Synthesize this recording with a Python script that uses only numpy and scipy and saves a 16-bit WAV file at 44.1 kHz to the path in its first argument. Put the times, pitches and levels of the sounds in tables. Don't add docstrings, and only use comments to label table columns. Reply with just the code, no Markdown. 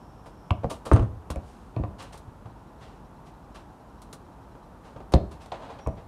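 import sys
import numpy as np
from scipy import signal
from scipy.fft import rfft, irfft
from scipy.io import wavfile
from scipy.ndimage import uniform_filter1d

SR = 44100
rng = np.random.default_rng(int(sys.argv[2]) if len(sys.argv) > 2 else 0)


def materialize(psi):
    bounded = np.clip(np.atleast_2d(psi).T, -1, 1)
    quanta = np.round(bounded * 32767).astype(np.int16)
    wavfile.write(sys.argv[1], SR, quanta)


N = 267772
T = np.arange(int(.8 * SR)) / SR

# frequency in Hz, level in dB.
CLATTER_SPECTRUM = [(150, 3), (400, 13), (1200, 3), (1800, -13.5), (3000, -16), (5000, -25), (9000, -30.5),
                    (15000, -69)]


def from_db(db):
    return 10 ** (np.asarray(db) / 20)


def unit_rms(x):
    return x / np.sqrt(np.mean(x ** 2) + 1e-20)


def add(out, start_s, sound):
    i = max(0, int(start_s * SR))
    out[i:i + len(sound)] += sound[:max(0, N - i)]


def band_noise(low_hz, high_hz, size=len(T)):
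    sos = signal.butter(2, [low_hz, min(high_hz, .45 * SR)], "band", fs=SR, output="sos")
    return signal.sosfilt(sos, rng.standard_normal(size))


def shaped_noise(spectrum, size=len(T), tilt_db_oct=0):
    octaves = np.log2(np.fft.rfftfreq(size, 1 / SR) + 1)
    hz, db = np.transpose(spectrum)
    gain = from_db(np.interp(octaves, np.log2(hz), db) + tilt_db_oct * octaves)
    return unit_rms(irfft(rfft(rng.standard_normal(size)) * gain, size))


def ring(modes):
    return sum((-1) ** k * from_db(db + rng.normal() - 60 * T / t60_s) * np.sin(2 * np.pi * hz * T)
               for k, (hz, db, t60_s) in enumerate(modes))


def thump(hz, swell_s):
    u = T / swell_s
    return (u * np.exp(1 - u)) ** 2 * np.sin(2 * np.pi * hz * T)


def slap(hz, cycles):
    soften = signal.butter(2, min(3 * hz, .4 * SR), fs=SR, output="sos")
    return -signal.sosfilt(soften, thump(hz, cycles / hz))


def stroke(length_s):
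    slow_s = 0.048
    rise_share = max(0.35 * min(length_s / slow_s, 1), .01)
    return rise_share * length_s, (1 - rise_share) * length_s


def swell(rise_s, fall_s):
    return np.minimum(T / rise_s, 1) * np.exp(-np.maximum(T - rise_s, 0) / fall_s)


def rustle(spectrum, rise_s, fall_s, grain_db, tilt_db_oct=0):
    lumps = uniform_filter1d(uniform_filter1d(rng.standard_normal(len(T)), size=50), size=12)
    grains = unit_rms(from_db(grain_db * unit_rms(lumps)))
    return shaped_noise(spectrum, tilt_db_oct=tilt_db_oct) * grains * swell(rise_s, fall_s)


def traffic(level_db):
    # frequency in Hz, relative density in dB.
    hum_spectrum = [(13, 5), (22, -26), (49, 3), (80, -4.5), (199, -6), (536, -15.5), (904, -11.5),
                    (1440, -22.5), (1660, -27), (2120, -35), (2570, -35), (4580, -41.5), (5560, -42.5),
                    (12300, -47), (15800, -60)]
    return from_db(level_db) * shaped_noise(hum_spectrum, N)


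def bird_note(level_db, end_s):
    fade = np.clip((end_s - np.arange(N) / SR) / .1, 0, 1)
    return from_db(level_db) * unit_rms(band_noise(5200, 5660, N)) * fade


def bird_chips(start_s, end_s, level_db, tones_hz, count):
    out = np.zeros(N)
    envelope = np.sin(np.pi * np.minimum(T / .05, 1)) ** 2
    for s, (late, stray_db) in zip(np.linspace(start_s, end_s, count), rng.standard_normal((count, 2))):
        low, high = (unit_rms(band_noise(hz / 1.04, hz * 1.04)) for hz in tones_hz)
        add(out, s + .012 * late, from_db(level_db + stray_db) * (low + from_db(-2) * high) * envelope)
    return out


def garden(play, build_s):
    # delay in seconds, level in dB.
    echoes = [(.0018, -39), (0.011, -9.5), (0.0154, -45), (0.0199, -16), (.0225, -36), (0.038, -38)]
    # frequency in Hz, level in dB, T60 in seconds.
    scatter_bands = [(50, -18, 0.83), (124, -5, 0.54), (263, -1.5, 0.34), (573, -10, 0.37),
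                     (1140, -12, 0.39), (2930, -8.5, 0.22), (6700, -19.5, 0.56), (14000, -19, 0.34)]
    # time in seconds, send in dB.
    reverb_send = [(0.5, -4.5), (0.92, 0), (1.8, 1.5), (5.14, -3), (5.6, -0.5)]
    response = np.zeros(len(T))
    for delay_s, echo_db in echoes:
        response[int(delay_s * SR)] += from_db(echo_db)
    response = signal.sosfilt(signal.butter(1, [220, 1900], "band", fs=SR, output="sos"), response)
    hz, *columns = np.transpose(scatter_bands)
    for centre_hz in 40 * 2 ** np.arange(0, 9, .5):
        db, t60_s = (np.interp(np.log(centre_hz), np.log(hz), column) for column in columns)
        fade = (1 - np.exp(-(T / build_s) ** 2)) * from_db(-60 * T / t60_s)
        scatter = band_noise(centre_hz / 2 ** .25, centre_hz * 2 ** .25)
        response += from_db(db) * scatter * fade / np.linalg.norm(fade)
    send = from_db(np.interp(np.arange(N) / SR, *np.transpose(reverb_send)))
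    return play + signal.fftconvolve(play * send, response)[:N]


def ticks(centre_hz, decay_s):
    # start in seconds, level in dB.
    contacts = [(0.5098, -42.5), (1.3588, -42.5), (5.8732, -41.5)]
    out = np.zeros(N)
    for s, db in contacts:
        burst = unit_rms(band_noise(centre_hz / 1.4, centre_hz * 1.4))
        add(out, s, from_db(db) * burst * np.exp(-T / decay_s))
    return out


def footsteps(base_hz, firmness_oct_per_db):
    # start in seconds, heel level in dB, sole level in dB.
    steps = [(0.258, -38.5, -41), (0.632, -48, -34.5), (0.711, -55, -32), (0.863, -62, -32),
             (2.275, -33, -53), (2.455, -33.5, -42), (4.55, -48, -45.5), (4.96, -37.5, -38.5),
             (5.001, -40, -40)]
    out = np.zeros(N)
    for s, heel_db, pat_db in steps:
        heel_hz = base_hz * 2 ** (firmness_oct_per_db * (pat_db - heel_db))
        add(out, s, from_db(heel_db) * thump(heel_hz, swell_s=0.0052))
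        add(out, s, from_db(pat_db) * rustle(CLATTER_SPECTRUM, rise_s=0.0036, fall_s=0.014, grain_db=0.5))
    return out


def grass():
    # start in seconds, length in seconds, level in dB, tilt in dB per octave.
    swishes = [(0.255, 0.036, -51.5, -2), (0.696, .035, -37, -0.5), (0.851, 0.032, -37.5, -1.5),
               (1.3023, 0.012, -32, -1), (1.40, 0.25, -64.5, 0.5), (1.981, 0.065, -44.5, -2.5),
               (2.019, 0.024, -46, -1), (2.121, 0.04, -45.5, -1.5), (2.175, 0.013, -52, 2.5),
               (2.791, 0.11, -50, -4), (3.253, 0.049, -57.5, -2), (3.54, .05, -47, -3),
               (4.017, .018, -50.5, 1), (4.1275, 0.015, -40.5, 0.5), (4.829, .088, -48.5, -4.5),
               (5.1213, 0.0099, -30, -3.5), (5.141, 0.0084, -32, -2), (5.307, 0.038, -46.5, -3),
               (5.395, 0.075, -53, -2.5), (5.459, 0.0076, -42, -3)]
    # frequency in Hz, level in dB.
    blade_spectrum = [(150, -5), (500, 16), (1200, 17), (1800, -1), (3000, 5), (4200, 6), (5200, 3),
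                      (7500, 3.5), (9500, 5), (12000, -4.5), (16000, -17)]
    sole_spectrum = [(300, -14.5), (1500, -1), (2400, -3), (3100, -1.5), (4300, -5), (5500, -6),
                     (9000, -13), (16000, -50)]
    out = np.zeros(N)
    for s, length_s, db, tilt in swishes:
        rise_s, fall_s = stroke(length_s)
        blades = rustle(blade_spectrum, rise_s, fall_s, grain_db=1, tilt_db_oct=tilt)
        sole = rustle(sole_spectrum, rise_s, fall_s, grain_db=2, tilt_db_oct=tilt)
        drag = from_db(-1.5) * min(rise_s / 0.023, 1)
        add(out, s, from_db(db) * (blades + drag * sole))
    return out


def goal(squeak_start_s, squeak_hz):
    # start in seconds, length in seconds, level in dB.
    net_pulls = [(5.519, 0.014, -31.5), (5.526, 0.057, -40), (5.577, 0.17, -43), (5.685, 0.058, -41.5),
                 (5.787, 0.016, -40), (5.962, 0.057, -48)]
    # frequency in Hz, level in dB.
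    net_spectrum = [(200, -2), (400, 1), (580, 8), (950, 5), (1500, -7), (2600, -11.5), (4200, -15.5),
                    (5500, -23.5), (9000, -29.5), (15000, -60)]
    out = np.zeros(N)
    smack = from_db(-30) * slap(hz=725, cycles=2.3) + from_db(-29.5) * slap(hz=3350, cycles=0.82)
    add(out, net_pulls[0][0], smack)
    for s, length_s, db in net_pulls:
        add(out, s, from_db(db) * rustle(net_spectrum, *stroke(length_s), grain_db=-0.5))
    waver = unit_rms(band_noise(16, 152))
    squeak = np.sin(2 * np.pi * np.cumsum(squeak_hz + 70 * waver) / SR) * from_db(4.5 * waver)
    add(out, squeak_start_s, from_db(-62) * squeak * swell(*stroke(length_s=0.088)))
    return out


def fence(heave_cycles):
    # start in seconds, level in dB.
    knocks = [(0.9152, -18.5), (0.932, -26), (0.9592, -22.5), (0.994, -32), (1.025, -34)]
    # start in seconds, frequency in Hz, level in dB.
    heaves = [(0.912, 64.6, -11), (0.932, 98, -5.5), (0.981, 49.7, -18.5)]
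    # frequency in Hz, level in dB, T60 in seconds.
    board_modes = [(80, -40, 0.4), (112.8, -36, 0.77), (192.7, -20.5, 0.23), (263.7, -25, 0.35),
                   (320.3, -15.5, 0.1), (428, -20, 0.13), (501.6, -30, 0.37), (585, -48, 0.21),
                   (730, -44, 0.14), (792, -46, 0.13), (1236, -21.5, 0.045), (1180, -56, 0.23),
                   (1360, -58, 0.27)]
    fitting_modes = [(6250, -5, 0.06), (8400, -7, 0.054), (8700, -10.5, 0.12), (11700, -14, 0.044)]
    out, struck_s = np.zeros(N), knocks[0][0]
    add(out, struck_s, from_db(-5.5) * slap(hz=704, cycles=0.27) + ring(board_modes))
    for s, hz, db in heaves:
        add(out, s, from_db(db) * thump(hz, swell_s=heave_cycles / hz))
    add(out, struck_s + 0.078, from_db(-27) * thump(hz=120, swell_s=0.026))
    for s, db in knocks:
        add(out, s, from_db(db) * rustle(CLATTER_SPECTRUM, rise_s=0.0011, fall_s=0.017, grain_db=4))
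    for k, (s, _) in enumerate(knocks[1:]):
        chink = unit_rms(band_noise(8500, 9400)) * np.exp(-T / 0.0033)
        jingle = chink + from_db(-2) * ring(fitting_modes)
        add(out, s, from_db(-37.5 - 8.5 * k) * jingle)
    return out


def ball(squeeze_cycles, squash_s, crack_s):
    # start in seconds, slap in dB, slap in Hz, thump in dB, thump in Hz, crack in dB.
    hits = [(0.5063, -15, 870, -13, 87, -25), (0.6427, -13.5, 617, -30, 68.5, -45.5),
            (1.301, -22, 800, -25.5, 69.4, -44), (1.3591, -23, 476, -25.5, 62, -45.5),
            (1.7639, -21, 380, -23.5, 111, -39.5), (1.7949, -22.5, 218, -22, 64.3, -70),
            (1.836, -23, 644, -28.5, 91, -41), (5.1373, -2.5, 560, -7, 66.3, -18),
            (5.8622, -37, 710, -18.5, 67, -46), (5.8721, -18, 610, -26.5, 90.6, -47.5)]
    # frequency in Hz, level in dB, T60 in seconds.
    air_modes = [(990, 1, .025), (1170, -8, .055), (1480, -19, .035), (1850, -24, .045), (2230, -20, .045),
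                 (2560, -22, .035)]
    shell_modes = [(123.6, 9.5, 0.061), (175, -15.5, 0.2), (225, 0.5, 0.12), (325.4, -3, 0.094),
                   (404.6, -17, 0.54), (489, -8.5, 0.085), (591.5, -4.5, 0.29), (657, -22, 0.51)]
    # frequency in Hz, level in dB.
    squash_spectrum = [(60, 3), (170, 3), (230, -9), (350, 0), (580, 0.5), (720, 3.5), (900, -25),
                       (1200, -57), (1600, -67), (5000, -44), (15000, -70)]
    skin_spectrum = [(200, -18), (1500, -10), (2400, -5), (3200, -1), (4400, 0), (5200, -11), (6600, -9),
                     (8500, -22), (14000, -38), (22000, -60)]
    out = np.zeros(N)
    crack_decay = np.exp(-T / crack_s) + from_db(-26) * np.exp(-T / .011)
    crack_envelope = (1 - np.exp(-(T / .0005) ** 2)) * crack_decay
    for s, slap_db, slap_hz, thump_db, thump_hz, crack_db in hits:
        add(out, s, from_db(thump_db) * thump(thump_hz, swell_s=squeeze_cycles / thump_hz))
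        add(out, s + 0.00139, from_db(slap_db) * slap(slap_hz, cycles=0.4))
        squash = from_db(1.5) * rustle(squash_spectrum, rise_s=0.0025, fall_s=squash_s, grain_db=2.5)
        shell = from_db(4.5) * slap(hz=176.3, cycles=0.57) + from_db(-2) * ring(shell_modes)
        air = from_db(crack_db - 7 - 0.65 * slap_db) * ring(air_modes)
        add(out, s + 0.000983, from_db(slap_db - 14.5) * (squash + shell) + air)
        pitch_ratio = 2 ** (slap_db / 33.5)
        skin = shaped_noise([(hz * pitch_ratio, db) for hz, db in skin_spectrum]) * crack_envelope
        snap = from_db(-3.5) * slap(hz=3800 * pitch_ratio, cycles=0.96)
        add(out, s, from_db(crack_db) * (skin + snap))
    return out


def scene():
    play = ball(squeeze_cycles=0.86, squash_s=0.021, crack_s=0.0016)
    play += fence(heave_cycles=0.88)
    play += ticks(centre_hz=7300, decay_s=0.0007)
    play += footsteps(base_hz=132, firmness_oct_per_db=0.035) + grass()
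    play += goal(squeak_start_s=5.79, squeak_hz=5640)
    birds = bird_chips(start_s=2.48, end_s=4.6, level_db=-76.5, tones_hz=(4000, 5520), count=24)
    birds += bird_note(level_db=-75.5, end_s=0.64)
    return (garden(play, build_s=0.0057) + birds + traffic(level_db=-46.5))[None]


def record(dry):
    low_hz, high_hz = 27, 15600
    thin = signal.sosfilt(signal.butter(4, low_hz, "high", fs=SR, output="sos"), dry)
    return signal.sosfilt(signal.ellip(10, .1, 90, high_hz, fs=SR, output="sos"), thin)


dry = scene()
out = record(dry)
materialize(out)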